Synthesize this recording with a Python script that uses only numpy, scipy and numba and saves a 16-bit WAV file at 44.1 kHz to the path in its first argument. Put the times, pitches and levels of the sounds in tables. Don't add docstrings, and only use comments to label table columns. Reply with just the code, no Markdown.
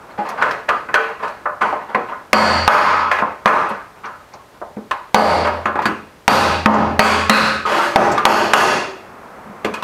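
import sys
import numpy as np
from scipy import signal
from scipy.fft import rfft, irfft, next_fast_len
from scipy.io import wavfile
from scipy.ndimage import uniform_filter1d, map_coordinates
from numba import njit

SR = 44100
rng = np.random.default_rng(int(sys.argv[2]) if len(sys.argv) > 2 else 0)


def magnitude_from_level(level_db):
    exponent = np.asarray(level_db, float) / 20
    return 10 ** exponent


def master(y):
    cut = np.clip(np.atleast_2d(y).T, -1, 1)
    pcm = np.round(cut * 32767)
    wavfile.write(sys.argv[1], SR, pcm.astype(np.int16))


N = 433503


def along(points, hz):
    f, value = np.transpose(points)
    return np.interp(np.log(hz + 1), np.log(f + 1), value)


def filtered(x, response):
    size = next_fast_len(N + SR // 4)
    hz = np.fft.rfftfreq(size, 1 / SR)
    return irfft(rfft(x, size) * response(hz), size)[:N]


def coloured(x, points):
    return filtered(x, lambda hz: magnitude_from_level(along(points, hz)))


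# f/Hz, level/dB per Hz
AIR_SPECTRUM = [(15, -26), (25, 9.5), (301, -2), (354, 0), (427, 1.5), (516, -1.5), (754, -1), (1040, -2),
                (2990, -13.5), (11000, -24.5), (16000, -26)]
# f/Hz, level/dB per Hz
MURMUR_SPECTRUM = [(60, -14), (140, -8), (210, 1), (300, -3), (500, 0), (1200, 0), (2500, -16), (4000, -40)]
# t/s, level/dB
MURMUR_LEVEL = [(0, -43), (4.2, -56), (4.6, -73), (6.2, -59), (8.8, -41.5), (9.83, -38)]


def hush():
    air = coloured(rng.standard_normal(N), AIR_SPECTRUM)
    murmur = coloured(rng.standard_normal(N), MURMUR_SPECTRUM)
    murmur_db = np.interp(np.arange(N) / SR, *np.transpose(MURMUR_LEVEL))
    return magnitude_from_level(-47) * air / air.std() + magnitude_from_level(murmur_db) * murmur / murmur.std()


def unit(x):
    power = np.mean(x[..., :SR // 50] ** 2, axis=-1, keepdims=True)
    return x / np.sqrt(power + 1e-20)


def colour_db(hz, contacts):
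    centre_hz, boom_db, edge_db = contacts[:, 2:5].T[..., None]
    bump = 6 * np.exp(-(np.log2((hz + 1) / centre_hz) / 0.52) ** 2)
    boom = boom_db / (1 + (hz / 400) ** 7)
    edge = edge_db / (1 + (2600 / (hz + 1)) ** 4)
    return bump + boom + edge


def ringing(hz, gains, t60, t):
    sines = np.sin((2 * np.pi * hz[:, None] * t % (2 * np.pi)).astype("f4"))
    decay = np.exp((-np.log(1000) / t60[:, None] * t).astype("f4"))
    return gains.astype("f4") @ (sines * decay)


def wash(gain, t60, count, size):
    hz, t, z = signal.stft(rng.standard_normal((count, size)), SR, nperseg=256)
    bands = uniform_filter1d(rng.standard_normal((count, len(hz))), size=3, axis=1) * np.sqrt(3)
    z = z * (gain(hz) * magnitude_from_level(2.2 * bands))[..., None]
    z = z * magnitude_from_level(-60 * t / t60(hz)[:, None])
    return signal.istft(z, SR, nperseg=256)[1][:, :size]


# f/Hz, width/Hz, level/dB over the sheet
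TOOLS = [(2500, 700, -1), (4200, 870, -3), (6300, 510, -8)]


def tool_gain(hz, ring_db):
    lift = sum(magnitude_from_level(2 * db) / (1 + (2 * (hz - centre) / width) ** 4) for centre, width, db in TOOLS)
    return np.sqrt(1 + magnitude_from_level(2 * ring_db) * lift)


# f/Hz, level/dB per Hz
PANEL = [(40, -42), (100, -9.5), (210, -5.5), (350, -6.5), (570, -6), (1040, -3.5), (1600, -7.5),
         (2300, -16), (3500, -19.5), (5000, -21.5), (9350, -31.5), (13600, -32.5), (16000, -56)]
# f/Hz, t60/s
PANEL_T60 = [(100, 0.54), (400, 0.55), (1000, 0.44), (2500, 0.56), (5000, 0.5), (10000, 0.42),
             (16000, 0.26)]
# f/Hz, level/dB, t60/s
HOLLOWS = [(142, -22, 0.42), (215, 2.5, 0.69), (248, -20.5, 0.42), (355, -18, 0.86), (437.7, -2, 0.67),
           (518.4, -0.5, 0.56), (570, -12.5, 0.57), (810, -4, 0.81), (1190, -3.5, 0.58), (1615, -29, 0.5)]
# f/Hz, level/dB per Hz
CRACK = [(100, -25), (1000, -3.5), (2600, -2.5), (8000, -17), (16000, -28), (18500, -50)]


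def strike(contacts, ring_db, held_t60, rise_s, room_db, build_s, hollow_db,
           crack_db, crack_t60, dull_db, edge_share, seconds):
    t, count, short = np.arange(int(SR * seconds)) / SR, len(contacts), SR // 10
    soft = contacts * [1, 1, 1, 1, edge_share]

    def sheet(f):
        return magnitude_from_level(along(PANEL, f) + colour_db(f, soft)) * tool_gain(f, ring_db)

    def crack_gain(f):
        dulling = dull_db / (1 + (6500 / (f + 1)) ** 4)
        return magnitude_from_level(along(CRACK, f) + colour_db(f, contacts) - dulling)

    hz = np.sort(rng.uniform(180, 3400, size=220))
    lasting = along(PANEL_T60, hz) * np.exp(0.13 * rng.standard_normal(len(hz)))
    uneven = magnitude_from_level(1.5 * rng.standard_normal((count, len(hz))))
    uneven = uneven * rng.standard_normal((count, len(hz)))
    sound = unit(ringing(hz, sheet(hz) * uneven, lasting, t))

    f, db, t60 = np.transpose(HOLLOWS)
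    spread_db = 3.4 * rng.standard_normal((count, len(f)))
    sound += ringing(f, magnitude_from_level(hollow_db + db + colour_db(f, soft) + spread_db), t60, t)
    sound *= magnitude_from_level(-60 * t / held_t60)

    room = unit(wash(sheet, lambda f: along(PANEL_T60, f), count, len(t)))
    sound += magnitude_from_level(room_db) * room * (1 - np.exp(-t / build_s))
    crack = unit(wash(crack_gain, lambda f: 1e3 + f, count, short))
    sound[:, :short] += magnitude_from_level(crack_db - 60 * t[:short] / crack_t60) * crack
    sound *= 1 - np.exp(-(t / rise_s) ** 1.2)

    out = np.zeros(N + SR)
    for (s, db, *_), one in zip(contacts, sound):
        out[round(s * SR):][:len(t)] += magnitude_from_level(db) * one
    return out[:N]


def pull(count=7):
    start_s, gap_s = 7.653, 0.0293
    boom_db, edge_db, held_t60 = -28, -17, 0.25
    k = np.arange(count)
    db = -8 + 4.5 * np.sin(np.pi * (k + 1) / (count + 1))
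    hz = 1100 * np.exp(0.2 * rng.standard_normal(count))
    return [(start_s + gap_s * i, db[i], hz[i], boom_db, edge_db, held_t60) for i in k]


# t/s, level/dB, brightest panel region f/Hz, held ring t60/s
SLIDES = [(0.009, -36, 1110, 0.35), (0.085, -27.5, 799, 0.33), (0.175, -13, 775, 0.37),
          (0.248, -13, 820, 0.18), (0.284, -14, 1020, 0.35), (0.371, -12.5, 1180, 0.34),
          (0.41, -3.5, 1530, 0.21), (0.68, -8, 1270, 0.5), (1.189, -19, 1190, 0.3),
          (1.223, -10, 1160, 0.34), (1.608, -1.5, 1010, 0.48), (1.799, -23.5, 826, 0.33),
          (1.884, -18, 940, 0.24), (2.079, -18, 980, 0.38), (3.056, -14.5, 1030, 0.45),
          (3.689, -13.5, 1030, 0.28), (3.954, -33.5, 912, 0.38), (4.034, -15.5, 1190, 0.25),
          (4.313, -31.5, 745, 0.16), (5.442, -4, 745, 0.5), (5.559, -19, 748, 0.17)]


def slides():
    boom_db, edge_db = -29, -31
    settle = [(s, db, hz, boom_db, edge_db, t60) for s, db, hz, t60 in SLIDES]
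    rows = np.array(settle + pull()) + [0, -2, 4, 22, 19, 0]
    return magnitude_from_level(-4) * strike(
        rows[:, :5], ring_db=-0.5, held_t60=rows[:, 5:], rise_s=0.017, room_db=-5.5, build_s=0.04,
        hollow_db=-12, crack_db=-3.5, crack_t60=0.13, dull_db=7, edge_share=1, seconds=0.54)


def singing(rows, steady, rough):
    out, t = np.zeros(N + SR), np.arange(SR * 2 // 3) / SR
    knots = rng.standard_normal((len(rows), 2, SR // 8))
    for (s, hz, width_hz, db, t60), (a, b) in zip(rows, knots):
        wander = map_coordinates(a, [t * width_hz]) + 1j * map_coordinates(b, [t * width_hz])
        waver = steady + rough * wander
        ring = np.imag(waver * np.exp(2j * np.pi * hz * t)) * (1 - np.exp(-t / 0.0014))
        out[round(s * SR):][:len(t)] += magnitude_from_level(db - 60 * t / t60) * ring
    return out[:N]


# t/s, level/dB
LIP = [(450, -11, 0.62), (1280, -9, 0.3), (1496, 0.5, 0.29), (2950, -24, 0.35)]
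LIP_HITS = [
    (0.423, -16.5),
    (0.941, -8),
    (1.618, -20),
]
SILL = [(216, 1, 0.32), (264, -9, 0.25), (536, -1.5, 0.51)]
SILL_HITS = [
    (2.331, 3),
    (5.145, 2.5),
    (6.279, -1),
    (6.659, -4),
    (7.297, -3),
]
SEAM = [(838, 0, 0.5), (1022, -1.5, 0.56), (1190, -8, 0.6)]
SEAM_HITS = [
    (2.678, 12.5),
    (3.458, -9.5),
]
BRACKET = [(351, -10, 0.7), (415, -7, 0.52), (586, -13, 0.63), (800, 3, 0.36), (1190, -8, 0.5)]
BRACKET_HITS = [
    (7.75, -22),
    (7.959, -2),
    (8.253, 0.5),
    (8.536, -3),
]
BOX = [(205, 1, 0.17), (412, -8.5, 0.33)]
BOX_HITS = [
    (0.186, -26),
    (1.947, -24),
    (3.221, -24.5),
    (3.458, -14),
    (3.711, -29),
    (4.767, -30),
    (5.855, -20),
    (9.458, -33),
    (9.495, -35),
    (9.645, -18.5),
]
# t/s, f/Hz, level/dB, t60/s
LONE = [(0.186, 832, -16, 0.18), (0.692, 1200, -10, 0.23), (1.947, 474, -22, 0.3), (6.993, 600, 0.5, 0.36),
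        (6.992, 1100, -2, 0.55), (6.993, 420, -4.5, 0.49), (8.536, 380, -9, 0.78),
        (3.458, 450, -14.5, 0.57), (3.46, 1190, -5.5, 0.57), (7.7, 586, -18, 0.9), (7.72, 345, -23.5, 0.86),
        (0.186, 330, -27.5, 0.2), (3.7, 560, -31.5, 0.32)]
# t/s, f/Hz, level/dB, t60/s
HEAD = [
    (5.145, 9528, -23, .45),
    (7.296, 9528, -31, .4),
    (8.253, 11725, -22, .45),
    (8.534, 11750, -32, .4),
]
# t/s, f/Hz, level/dB
CLUSTERS = [(0.11, 4250, -50), (0.41, 4340, -35), (0.69, 2930, -30), (1.618, 2260, -22.5),
            (1.947, 1950, -16), (2.331, 4530, 3.5), (2.331, 6850, -14), (3.114, 1720, -13.5),
            (3.458, 2150, -8.5), (5.145, 4560, -0.5), (5.145, 2700, -6.5), (5.65, 7000, -44),
            (5.855, 4580, -24), (5.855, 2800, -26), (6.279, 4620, -2.5), (6.279, 2620, -5),
            (6.993, 4550, -3), (6.993, 2393, -0.5), (7.296, 2650, -2.5), (7.296, 4120, -1.5),
            (7.652, 1150, -20), (7.76, 851, -13.5), (8.253, 9800, -22), (8.253, 13600, -23),
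            (8.534, 2700, -4), (9.646, 2240, -24.5), (7.296, 1950, -2), (6.659, 5500, -22),
            (6.659, 2900, -18), (3.458, 6100, -26), (5.145, 6100, -10), (2.678, 3500, -14),
            (2.678, 4500, -12), (3.458, 4680, -23), (2.678, 2050, -3), (6.279, 1900, -6), (6.993, 1900, -6),
            (2.678, 1150, 9), (3.47, 1150, -5), (6.7, 2300, -18)]
# t/s, centre f/Hz, level/dB
GRIT = [(0.288, 5500, -35), (0.288, 10500, -40), (0.508, 4500, -30), (1.277, 4970, -44), (3.476, 6960, -26),
        (3.69, 9600, -43), (4.055, 4990, -42), (4.335, 5350, -42), (6.74, 6000, -22), (8.115, 6450, -21),
        (8.115, 13000, -36)]


def rings():
    spots = [(LIP, LIP_HITS), (SILL, SILL_HITS), (SEAM, SEAM_HITS), (BRACKET, BRACKET_HITS), (BOX, BOX_HITS)]
    struck = []
    for modes, hits in spots:
        for s, db in hits:
            struck += [(s, hz, db + own_db, t60) for hz, own_db, t60 in modes]
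    parts = [(s, hz, 45, db, t60) for s, hz, db, t60 in struck + LONE + HEAD]
    tight = [(s, hz, 580, db, max(0.51 + 0.03 * db, 0.08)) for s, hz, db in CLUSTERS]
    grit = [(s, hz, 0.58 * hz, db, 0.085) for s, hz, db in GRIT]
    return singing(parts, steady=1, rough=0.73) + singing(tight + grit, steady=0, rough=1)


# t/s, level/dB, brightest panel region f/Hz, edge level/dB, held ring t60/s
TAPS = [(0.423, -2, 1550, -31, .6), (0.509, -16, 1600, -23, 0.73), (0.689, -3.5, 1300, -28.5, 0.66),
        (0.941, 0.5, 1600, -20.5, 1.2), (1.089, -19, 1470, -36, 0.88), (1.279, -30, 1200, -15, .7),
        (1.456, -10, 1190, -56, 0.95), (1.618, -8, 1050, -32, .75), (2.12, -18.5, 1210, -51, .75),
        (3.114, -1.5, 1680, -25.5, 0.5), (3.475, 7.5, 1250, -32, .85), (3.711, -24, 1030, -33, .75),
        (4.615, -16.5, 600, -120, 0.21), (4.91, -9, 1050, -27, 0.25), (5.471, -10.5, 1200, -27.5, 0.66),
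        (8.178, -5, 1140, -25.5, .7), (9.738, -19.5, 1200, -9, 0.73)]
# t/s, level/dB, brightest region f/Hz, boom level/dB, edge level/dB
KNOCKS = [(0.887, -20, 1500, -9, -38), (1.726, -11.5, 785, -17, -50), (1.947, -4, 776, -13.5, -36),
          (3.186, -10.5, 1460, -17, -31), (3.221, -5, 1020, -16, -53), (4.338, -29.5, 735, -15, -40),
          (4.546, -40, 1010, -6, -42), (4.768, -23.5, 560, 6, -75), (5.656, -5.5, 1140, -11, -31.5),
          (5.755, -10, 953, -11, -40), (5.79, -9, 1120, -13, -38), (5.819, -21, 1410, -9, -12),
          (5.855, -3.5, 1470, -5, -20), (8.12, -23, 664, -10, -8), (9.459, -36.5, 510, 2, -39),
          (9.646, -10, 565, -4, -23), (9.824, -15, 604, -3, -24)]


def taps():
    tap_boom_db, knock_t60 = -24.5, 0.64
    tight = [(s, db, hz, tap_boom_db, edge_db, t60) for s, db, hz, edge_db, t60 in TAPS]
    deep = [(*knock, knock_t60) for knock in KNOCKS]
    rows = np.array(tight + deep) + [0, -3.5, 30, 11.5, 17, 0]
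    return magnitude_from_level(-6.5) * strike(
        rows[:, :5], ring_db=4, held_t60=rows[:, 5:], rise_s=0.00084, room_db=-7.5, build_s=0.0033,
        hollow_db=-13, crack_db=1.5, crack_t60=0.088, dull_db=3, edge_share=0.93, seconds=0.5)


# t/s, f/Hz, level/dB, t60/s
REBOUNDS = [(0.423, 1460, -5, 0.09), (0.424, 1780, -10, 0.1), (0.72, 1280, -15, 0.09),
            (0.748, 1300, -22, 0.06), (0.888, 1500, -23, 0.15), (0.934, 1700, -22, 0.05),
            (0.941, 1270, -10, 0.1), (0.941, 1720, -6, 0.09), (0.957, 1480, -4, 0.07),
            (0.975, 1300, -5, 0.076), (0.979, 1520, -6, 0.065), (1.457, 1750, -21, 0.074),
            (1.468, 1100, -14.5, 0.12), (1.645, 1000, -10, 0.08), (1.726, 800, -12, 0.08),
            (1.955, 1100, -13, 0.09), (2.123, 1245, -21, 0.08), (2.69, 1270, 2, 0.9), (2.685, 1497, 4, 0.2),
            (3.114, 1715, -7, 0.12), (3.47, 1280, -7, 0.5), (4.392, 1100, -36, 0.12),
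            (4.768, 480, -27, 0.1), (5.001, 1000, -29, 0.1), (5.719, 1150, -22, 0.08),
            (5.79, 850, -8, 0.03), (5.856, 4600, -16, 0.06), (5.88, 402, -16, 0.14),
            (7.652, 1250, -16.5, 0.4), (7.652, 421, -25.5, 0.4), (4.911, 1077, -10, 0.075),
            (4.616, 997, -25, 0.064), (0.509, 1590, -19, 0.1), (0.95, 3220, -32, 0.4),
            (8.55, 2750, -9, 0.59), (7.76, 328, -21, 0.3), (3.451, 1200, -15, 0.03),
            (1.948, 1950, -14, 0.12), (7.79, 900, -12, 0.2), (7.97, 760, -3, 0.25),
            (7.705, 590, -13.5, 0.2), (7.79, 1350, -13, 0.2), (7.96, 775, 8, 0.06), (8.0, 1200, -8, 0.3),
            (8.18, 1200, -11, 0.22), (9.646, 1510, -21, 0.08), (9.668, 449, -19.5, 0.12),
            (9.705, 201, -21, 0.13), (9.739, 2500, -26.5, 0.15), (9.75, 1304, -26, 0.15)]
# t/s, level/dB
JOLTS = [
    (0.423, -29),
    (0.689, -27),
    (0.941, -26),
    (4.91, -33),
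    (9.646, -28),
]


def rebounds():
    chirrup_width_hz, jolt_hz, jolt_t60 = 76, 45, 0.12
    rows = [(s, hz, chirrup_width_hz, db, t60) for s, hz, db, t60 in REBOUNDS]
    jolts = [(s, jolt_hz, jolt_hz / 2, db, jolt_t60) for s, db in JOLTS]
    return singing(rows + jolts, steady=0.9, rough=0.5)


# t/s, level/dB, brightest panel region f/Hz, boom level/dB, edge level/dB
BLOWS = [(2.331, 3, 824, 0.5, -1), (2.678, 7.5, 1230, -10.5, -5), (3.458, -14, 1190, -6, -12),
         (5.145, 3, 820, -1.5, -3), (6.279, -1, 810, 1.5, 2.5), (6.659, -5, 800, 5, -14.5),
         (6.993, -5.5, 1010, 2, 4), (7.296, -7, 1400, 3, 5), (7.959, -9.5, 790, 2.5, -8.5),
         (8.253, -4, 860, -3.5, 0.5), (8.535, -3, 1150, -3, 4.5)]


def blows():
    headroom_db = 26.5
    return magnitude_from_level(headroom_db - 14.5) * strike(
        np.array(BLOWS), ring_db=-0.5, held_t60=1.16, rise_s=0.001, room_db=1, build_s=0.04,
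        hollow_db=-12, crack_db=2.5, crack_t60=0.047, dull_db=2.5, edge_share=0.91, seconds=0.9)


# t/s, level/dB
THRUM = [
    (2.331, -7.5),
    (2.678, -21),
    (5.144, -10),
    (6.277, -10),
    (6.659, -14),
    (6.991, -14),
    (7.295, -19.5),
]


def thrum():
    out, t = np.zeros(N + SR), np.arange(SR) / SR
    ring = np.sin(2 * np.pi * 84 * t) * magnitude_from_level(-60 * t / 1.24) * (1 - np.exp(-t / 0.02))
    for s, db in THRUM:
        out[round(s * SR):][:SR] += magnitude_from_level(db) * ring
    return out[:N]


PAN_MODES = [600.4, 919, 1037, 1270.4, 1495, 1700, 1936, 2142, 2527, 2774, 3360, 4217, 4500, 4720]


def floor_pan(x):
    width_hz, level_db = 28, -1.5

    def response(f):
        modes = sum(1j * f * width_hz / (c * c - f * f + 1j * f * width_hz) for c in PAN_MODES)
        return 1 + magnitude_from_level(level_db) * modes

    return filtered(x, response)


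def scene():
    contacts = floor_pan(slides() + taps() + blows())
    return (hush() + contacts + rings() + rebounds() + thrum())[None]


@njit
def follow(level, attack, release):
    out, held = np.empty_like(level), 0.0
    for i in range(len(level)):
        held += (attack if level[i] > held else release) * (level[i] - held)
        out[i] = held
    return out


def gain_control(x, knee_db, attack_s, release_s, slope, sharpness):
    held = follow(np.abs(x), 1 / (attack_s * SR), 1 / (release_s * SR))
    return x * (1 + (held / magnitude_from_level(knee_db)) ** sharpness) ** (-slope / sharpness)


def band_limit(x):
    return signal.sosfilt(signal.butter(12, 16340, fs=SR, output="sos"), x)


# f/Hz, level/dB
TREBLE_END = [(14000, 1), (15600, -6), (16100, -24), (17500, -38), (19000, -55)]


def record(dry):
    x = signal.lfilter(*signal.butter(2, 70, "high", fs=SR), dry[0])
    x = gain_control(x, knee_db=-8.5, attack_s=0.0012, release_s=0.035, slope=0.96, sharpness=2.04)
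    drive = 1.035
    x = drive * x / (1 + np.abs(x / drive) ** 16) ** (1 / 16)
    mix = coloured(x, TREBLE_END)[None]
    return band_limit(mix)


dry = scene()
out = record(dry)
master(out)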